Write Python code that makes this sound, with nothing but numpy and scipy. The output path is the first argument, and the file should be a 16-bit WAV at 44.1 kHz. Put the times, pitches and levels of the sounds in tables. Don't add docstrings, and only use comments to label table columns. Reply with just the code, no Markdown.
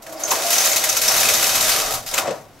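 import sys
import numpy as np
from scipy import signal
from scipy.fft import rfft, irfft, next_fast_len
from scipy.io import wavfile
from scipy.ndimage import uniform_filter1d

SR = 44100
rng = np.random.default_rng(int(sys.argv[2]) if len(sys.argv) > 2 else 0)


def generate_wav(signal):
    frames = np.transpose(np.atleast_2d(signal))
    scaled = np.clip(frames, -1, 1) * 32767
    pcm = np.round(scaled).astype(np.int16)
    wavfile.write(sys.argv[1], SR, pcm)


N = 114660


def amp(db):
    return 10 ** (np.asarray(db) / 20)


def unit(x):
    return x / np.sqrt(np.mean(x ** 2) + 1e-20)


def along(points, hz):
    f, values = np.transpose(points)
    return np.interp(np.log(hz + 1e-6), np.log(f), values)


def curve(points):
    return np.interp(np.arange(N) / SR, *np.transpose(points))


def colour(points, hz=1):
    return lambda f: amp(along(points, f / hz))


def noise(response, size=N):
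    # frequency in Hz, correlation of left and right.
    likeness = [(30, 0.94), (250, 0.85), (700, 0.82), (2500, 0.72), (5500, 0.64), (8000, 0.38),
                (12500, 0.49), (16000, 0.94)]
    f = np.fft.rfftfreq(size, 1 / SR)
    spread = np.arccos(along(likeness, f)) / 2
    spectra = rfft(rng.standard_normal((2, size))) * response(f)
    mid, side = irfft(spectra * [np.cos(spread), np.sin(spread)], size)
    return unit(np.array([mid + side, mid - side]))


def strike(out, start, db, response, rise_s, t60):
    # frequency in Hz, gain in dB.
    room_eq = [(300, 1.5), (2000, -4), (6000, 1), (10000, -8), (16000, -32)]
    chatter_s = 0.0071
    room_build_s, room_t60, room_db = 0.0099, 0.35, -8.5
    t = np.arange(12288) / SR
    f = np.fft.rfftfreq(len(t), 1 / SR)
    gain = response(f)
    dulled = gain * colour(room_eq)(f)
    direct = noise(lambda _: gain, len(t))
    reverb = noise(lambda _: dulled, len(t)) * np.sqrt(np.sum(dulled ** 2) / np.sum(gain ** 2))
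    attack = 1 - np.exp(-(t / rise_s) ** 2)
    decay = amp(-60 * np.maximum(t - chatter_s, 0) / t60)
    tail = (1 - np.exp(-t / room_build_s)) * amp(room_db - 60 * t / room_t60)
    blow = amp(db) * (attack * decay * direct + tail * reverb)
    slot = out[:, round(start * SR):][:, :len(t)]
    slot += blow[:, :slot.shape[1]]


def steel_bed():
    # mode frequency in Hz, width in Hz, lift in dB.
    modes = [(1107, 50, -3), (1230, 26, 7.5), (1340, 89, 6), (1590, 24, 5), (2082, 32, 3.5),
             (2214, 48, 1.5), (2548, 78, 2.5), (3080, 62, 1), (3470, 200, 0), (3760, 60, 5.5),
             (5420, 70, 3), (6300, 70, 6.5), (6520, 62, -1)]
    lesser_spacing_hz, lesser_depth_db = 21.76, 2.3
    ripple = rng.standard_normal(4096)

    def response(f):
        strong = sum(db / (1 + (2 * (f - hz) / width) ** 2) for hz, width, db in modes)
        lesser = lesser_depth_db * np.interp(f / lesser_spacing_hz, np.arange(len(ripple)), ripple)
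        return amp(strong + lesser)
    return response


def room_air():
    # frequency in Hz, gain in dB.
    air_eq = [(25, -2), (100, -10), (400, 0.5), (1500, -8), (6000, -22), (16000, -43)]
    return amp(-51) * noise(colour(air_eq))


def table_and_frame():
    # time in seconds, rumble level in dB, hum level in dB before its trim.
    levels = [(0.0, -76, -49), (0.03, -63, -55.5), (0.44, -75, -52), (1.19, -44.5, -44.5),
              (1.27, -50, -41.5), (2.0, -42, -43), (2.03, -57, -44.5), (2.12, -42, -50), (2.26, -64, -43),
              (2.6, -66, -52.5)]
    # frequency in Hz, gain in dB.
    table_eq = [(12, -25), (22, -1), (33, -6), (45, -11), (62, -18), (120, -44)]
    frame_eq = [(40, -20), (62, -10), (80, -3.5), (105, 4), (118, -3.5), (135, 3), (165, -6.5), (200, -7.5),
                (245, -1), (300, -12.5), (500, -33)]
    hum_trim_db = -1.5
    times, rumble_db, hum_db = np.transpose(levels)
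    t = np.arange(N) / SR
    rumble = amp(np.interp(t, times, rumble_db)) * noise(colour(table_eq))
    hum = amp(np.interp(t, times, hum_db) + hum_trim_db) * noise(colour(frame_eq))
    return rumble + hum


def needle_rattle(bed):
    # time in seconds, level in dB.
    rake_level = [(0, -68), (.03, -47), (.17, -44), (.22, -33), (.275, -31.5), (.33, -24), (.39, -24.5),
                  (.49, -20.5), (.66, -17.5), (.75, -22), (.82, -22), (.95, -21), (1.01, -24.5),
                  (1.06, -18), (1.25, -17), (1.4, -18), (1.6, -18.5), (1.74, -17.5), (1.79, -20),
                  (1.88, -24), (1.96, -28), (2.02, -39), (2.055, -42.5), (2.08, -31.5), (2.19, -25),
                  (2.24, -38), (2.3, -49), (2.37, -45.5), (2.48, -60), (2.6, -54.5)]
    # frequency in Hz, gain in dB.
    early_eq = [(300, -22), (900, -11), (1500, -3.5), (2200, 0.5), (3000, -2), (4800, 1), (6400, 3.5),
                (8500, -2), (10000, -4), (12300, -2), (14000, -9.5), (16000, -8.5)]
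    late_eq = [(300, -53), (900, -5), (1300, -1), (2200, 0.5), (3000, 1), (4800, 2.5), (6200, 4.5),
               (8500, -0.5), (10000, -2), (12500, 0), (14000, -4), (16000, -17)]
    ticks_per_s, tick_t60, tick_spread_db, scrape_share = 200, 0.036, 4, 0.68
    fade_start_s, fade_end_s = 0.78, 1.55
    ticks = rng.random(N) < ticks_per_s / SR
    strength = amp(tick_spread_db * np.clip(rng.standard_normal(N), -2, 2))
    decay = amp(-60 / (tick_t60 * SR))
    tick_power = signal.lfilter([1], [1, -decay ** 2], ticks * strength ** 2)
    rattle = np.sqrt(scrape_share + (1 - scrape_share) * tick_power / tick_power.mean())
    early = noise(lambda f: colour(early_eq)(f) * bed(f))
    late = noise(lambda f: colour(late_eq)(f) * bed(f))
    crossfade = curve([(fade_start_s, 0), (fade_end_s, 1)])
    steel = np.sqrt(1 - crossfade) * early + np.sqrt(crossfade) * late
    return amp(curve(rake_level)) * rattle * steel


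def case_drone():
    # time in seconds, level in dB.
    slide_level = [(0, -48), (.06, -44.5), (.09, -40), (.18, -37.5), (.27, -29.5), (.33, -27.5), (.55, -28),
                   (.68, -28.5), (.9, -31), (1.04, -33), (1.08, -26.5), (1.35, -27.5), (1.55, -29),
                   (1.78, -27.5), (1.96, -30.5), (2.04, -41), (2.1, -45), (2.14, -29), (2.25, -27),
                   (2.35, -34.5), (2.46, -49.5), (2.6, -63)]
    # resonance in Hz, nominal width in Hz, relative level in dB.
    modes = [(238, 24, -12), (335, 44, -9.5), (430.5, 9.9, -3), (486.6, 7.3, -1), (562, 20.4, 0.5),
             (630, 23, -1.5), (707, 30, -2.5), (774, 16.6, 7), (935, 50, -4.5), (997, 44, -3.5),
             (1128, 39, -0.5), (1262, 27, -4), (1417, 76, -7.5)]
    # frequency in Hz, gain in dB.
    wash_eq = [(80, -53), (200, -10.5), (400, -6), (650, 8.5), (1000, -14.5), (2000, -8.5), (5000, -40)]

    def body(f):
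        peaks = [amp(db) / (1 + ((f - hz) / (0.94 * width)) ** 2) for hz, width, db in modes]
        return np.sqrt(sum(peak ** 2 for peak in peaks))
    return amp(curve(slide_level)) * unit(noise(body) + noise(colour(wash_eq)))


def cam_clacks(bed):
    # start in seconds, knock and snap levels in dB before their trims, knock t60 in seconds.
    hits = [(0.0214, -46, -42.5, 0.049), (.064, -36.5, -44, .06), (0.092, -46, -44, 0.055),
            (0.123, -41, -38.5, 0.052), (0.195, -50, -37, .07), (0.235, -46, -36, 0.028),
            (0.2776, -26.5, -31, 0.096), (0.3109, -17, -21, 0.068), (0.5036, -22, -19.5, 0.09),
            (0.5278, -21, -23, 0.054), (0.5781, -20, -21.5, 0.047), (.6004, -21, -24, .07),
            (.6474, -24, -20.5, 0.17), (0.7138, -22, -24, 0.029), (0.7596, -19.5, -18.5, 0.081),
            (.8376, -18, -19.5, 0.057), (0.8885, -20.5, -21, 0.045), (0.9668, -20, -21, .06),
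            (1.015, -22, -19, 0.074), (1.077, -23, -21, 0.048), (1.114, -22, -23, 0.044),
            (1.1647, -27, -21, .09), (1.2003, -27, -19, 0.052), (1.2505, -20, -24, .06),
            (1.2855, -21, -22.5, 0.1), (1.3356, -18, -20.5, 0.085), (1.4247, -20.5, -22.5, .08),
            (1.4644, -40, -20, 0.053), (1.5517, -20, -19.5, 0.051), (1.6069, -24, -21, 0.036),
            (1.6356, -29, -24, 0.047), (1.69, -27, -20.5, 0.053), (1.716, -23.5, -25, .08),
            (1.9058, -27, -28, 0.13), (1.9372, -31, -24.5, .07), (2.062, -32.5, -32.5, .09),
            (2.1382, -17, -27, 0.038), (2.17, -26, -29, 0.075), (2.1786, -13.5, -23, .045),
            (2.2715, -31, -48, 0.036), (2.3058, -32, -47, 0.035)]
    # frequency in Hz, gain in dB.
    knock_eq = [(300, -17.5), (800, 3.5), (1400, 1), (2300, 8), (3200, 4), (5000, 0), (8000, 5.5),
                (16000, -49)]
    snap_eq = [(1000, -13), (4000, 3.5), (7000, 7), (9500, 0.5), (12500, 9), (14000, -3.5), (16000, -2.5)]
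    knock_trim_db, snap_trim_db = -2.5, 2.5
    ringing = 1.18
    knock = lambda f: colour(knock_eq)(f) * bed(f) ** ringing
    out = np.zeros((2, N))
    for start, knock_db, snap_db, t60 in hits:
        strike(out, start, knock_db + knock_trim_db, knock, rise_s=0.0006, t60=t60)
        strike(out, start, snap_db + snap_trim_db, colour(snap_eq), rise_s=0.00084, t60=2.17 * t60)
    return out


def squeaks_and_case_tones():
    # start and end in seconds, pitch in Hz, width in Hz, level in dB.
    squeaks = [(0.078, 0.318, 315, 26, -45), (0.06, 0.3, 652, 19, -38.5), (0.436, 0.572, 690, 11, -28.5),
               (1.742, 1.985, 440, 25, -40.5), (1.66, 2, 1237, 140, -35), (2.05, 2.132, 5070, 200, -36.5)]
    fade_s, steadiness = 0.026, 0.2
    t = np.arange(N) / SR
    out = np.zeros((2, N))
    for start, end, hz, width, db in squeaks:
        tone = noise(lambda f: 1 / (1 + (2 * (f - hz) / width) ** 2))
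        power = uniform_filter1d((tone ** 2).mean(0), size=512)
        swell = np.sqrt(np.abs(power) + 1e-4)
        gate = np.clip(np.minimum(t - start, end - t) / fade_s, 0, 1)
        out += amp(db) * gate * unit(tone / swell ** steadiness)
    return out


def latch_pings(bed):
    # start in seconds, level in dB, pitch in Hz, t60 in seconds.
    pings = [(.064, -41, 1760, .07), (.171, -43, 5150, .09), (.2345, -19, 6620, 0.0083),
             (0.249, -23, 6440, .07), (0.305, -17, 6700, 0.02), (.533, -18.5, 6450, .05),
             (.580, -15.5, 6430, 0.054), (.603, -22, 6300, .05), (.655, -18.5, 6840, .05),
             (.720, -16.5, 6960, 0.041), (.763, -21, 6500, 0.052), (.838, -25, 1800, 0.045),
             (.893, -17, 6450, 0.042), (.970, -23, 6550, 0.055), (1.08, -14, 5860, 0.033),
             (1.116, -21, 6230, .04), (1.251, -20, 2550, .05), (1.286, -21, 2460, .05),
             (1.293, -24, 6430, .04), (1.337, -22, 5700, .04), (1.370, -19.5, 6470, .06),
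             (1.716, -22, 4660, .12), (2.139, -22, 7200, .04)]
    # multiple of the pitch, gain in dB.
    ping_eq = [(.5, -71), (.8, -23), (.93, -3.5), (1, -1.5), (1.07, -10), (1.25, -30.5), (2, -54)]
    out = np.zeros((2, N))
    for start, db, hz, t60 in pings:
        strike(out, start, db, lambda f: colour(ping_eq, hz)(f) * bed(f), rise_s=0.0013, t60=t60)
    return out


def carriage_thumps():
    # start in seconds, level in dB, pitch in Hz.
    jolts = [(.313, -19, 968), (2.181, -23, 1300), (2.19, -30, 680), (2.256, -27, 680), (2.276, -20.5, 567),
             (2.306, -25, 544)]
    # multiple of the pitch, gain in dB.
    thump_eq = [(.1, -37), (.4, -13), (.75, -11.5), (1, 0.5), (1.3, -13.5), (2, -18), (5, -27), (12, -29),
                (25, -60.5)]
    out = np.zeros((2, N))
    for start, db, hz in jolts:
        strike(out, start, db, colour(thump_eq, hz), rise_s=0.0024, t60=0.17)
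    return out


def scene():
    # time in seconds, left minus right in dB.
    pan = [(0, -0.5), (.5, 0.6), (1.1, 1), (1.5, 1.1), (2, 1), (2.6, 3.5)]
    bed = steel_bed()
    carriage = needle_rattle(bed) + cam_clacks(bed) + latch_pings(bed)
    carriage += case_drone() + squeaks_and_case_tones() + carriage_thumps()
    carriage *= amp(curve(pan) * np.array([[0.5], [-0.5]]))
    return carriage + table_and_frame() + room_air()


def record(dry):
    top_hz = 15750
    size = next_fast_len(N + SR // 2)
    passband = np.fft.rfftfreq(size, 1 / SR) < top_hz
    return irfft(rfft(dry, size) * passband, size)[:, :N]


dry = scene()
out = record(dry)
generate_wav(out)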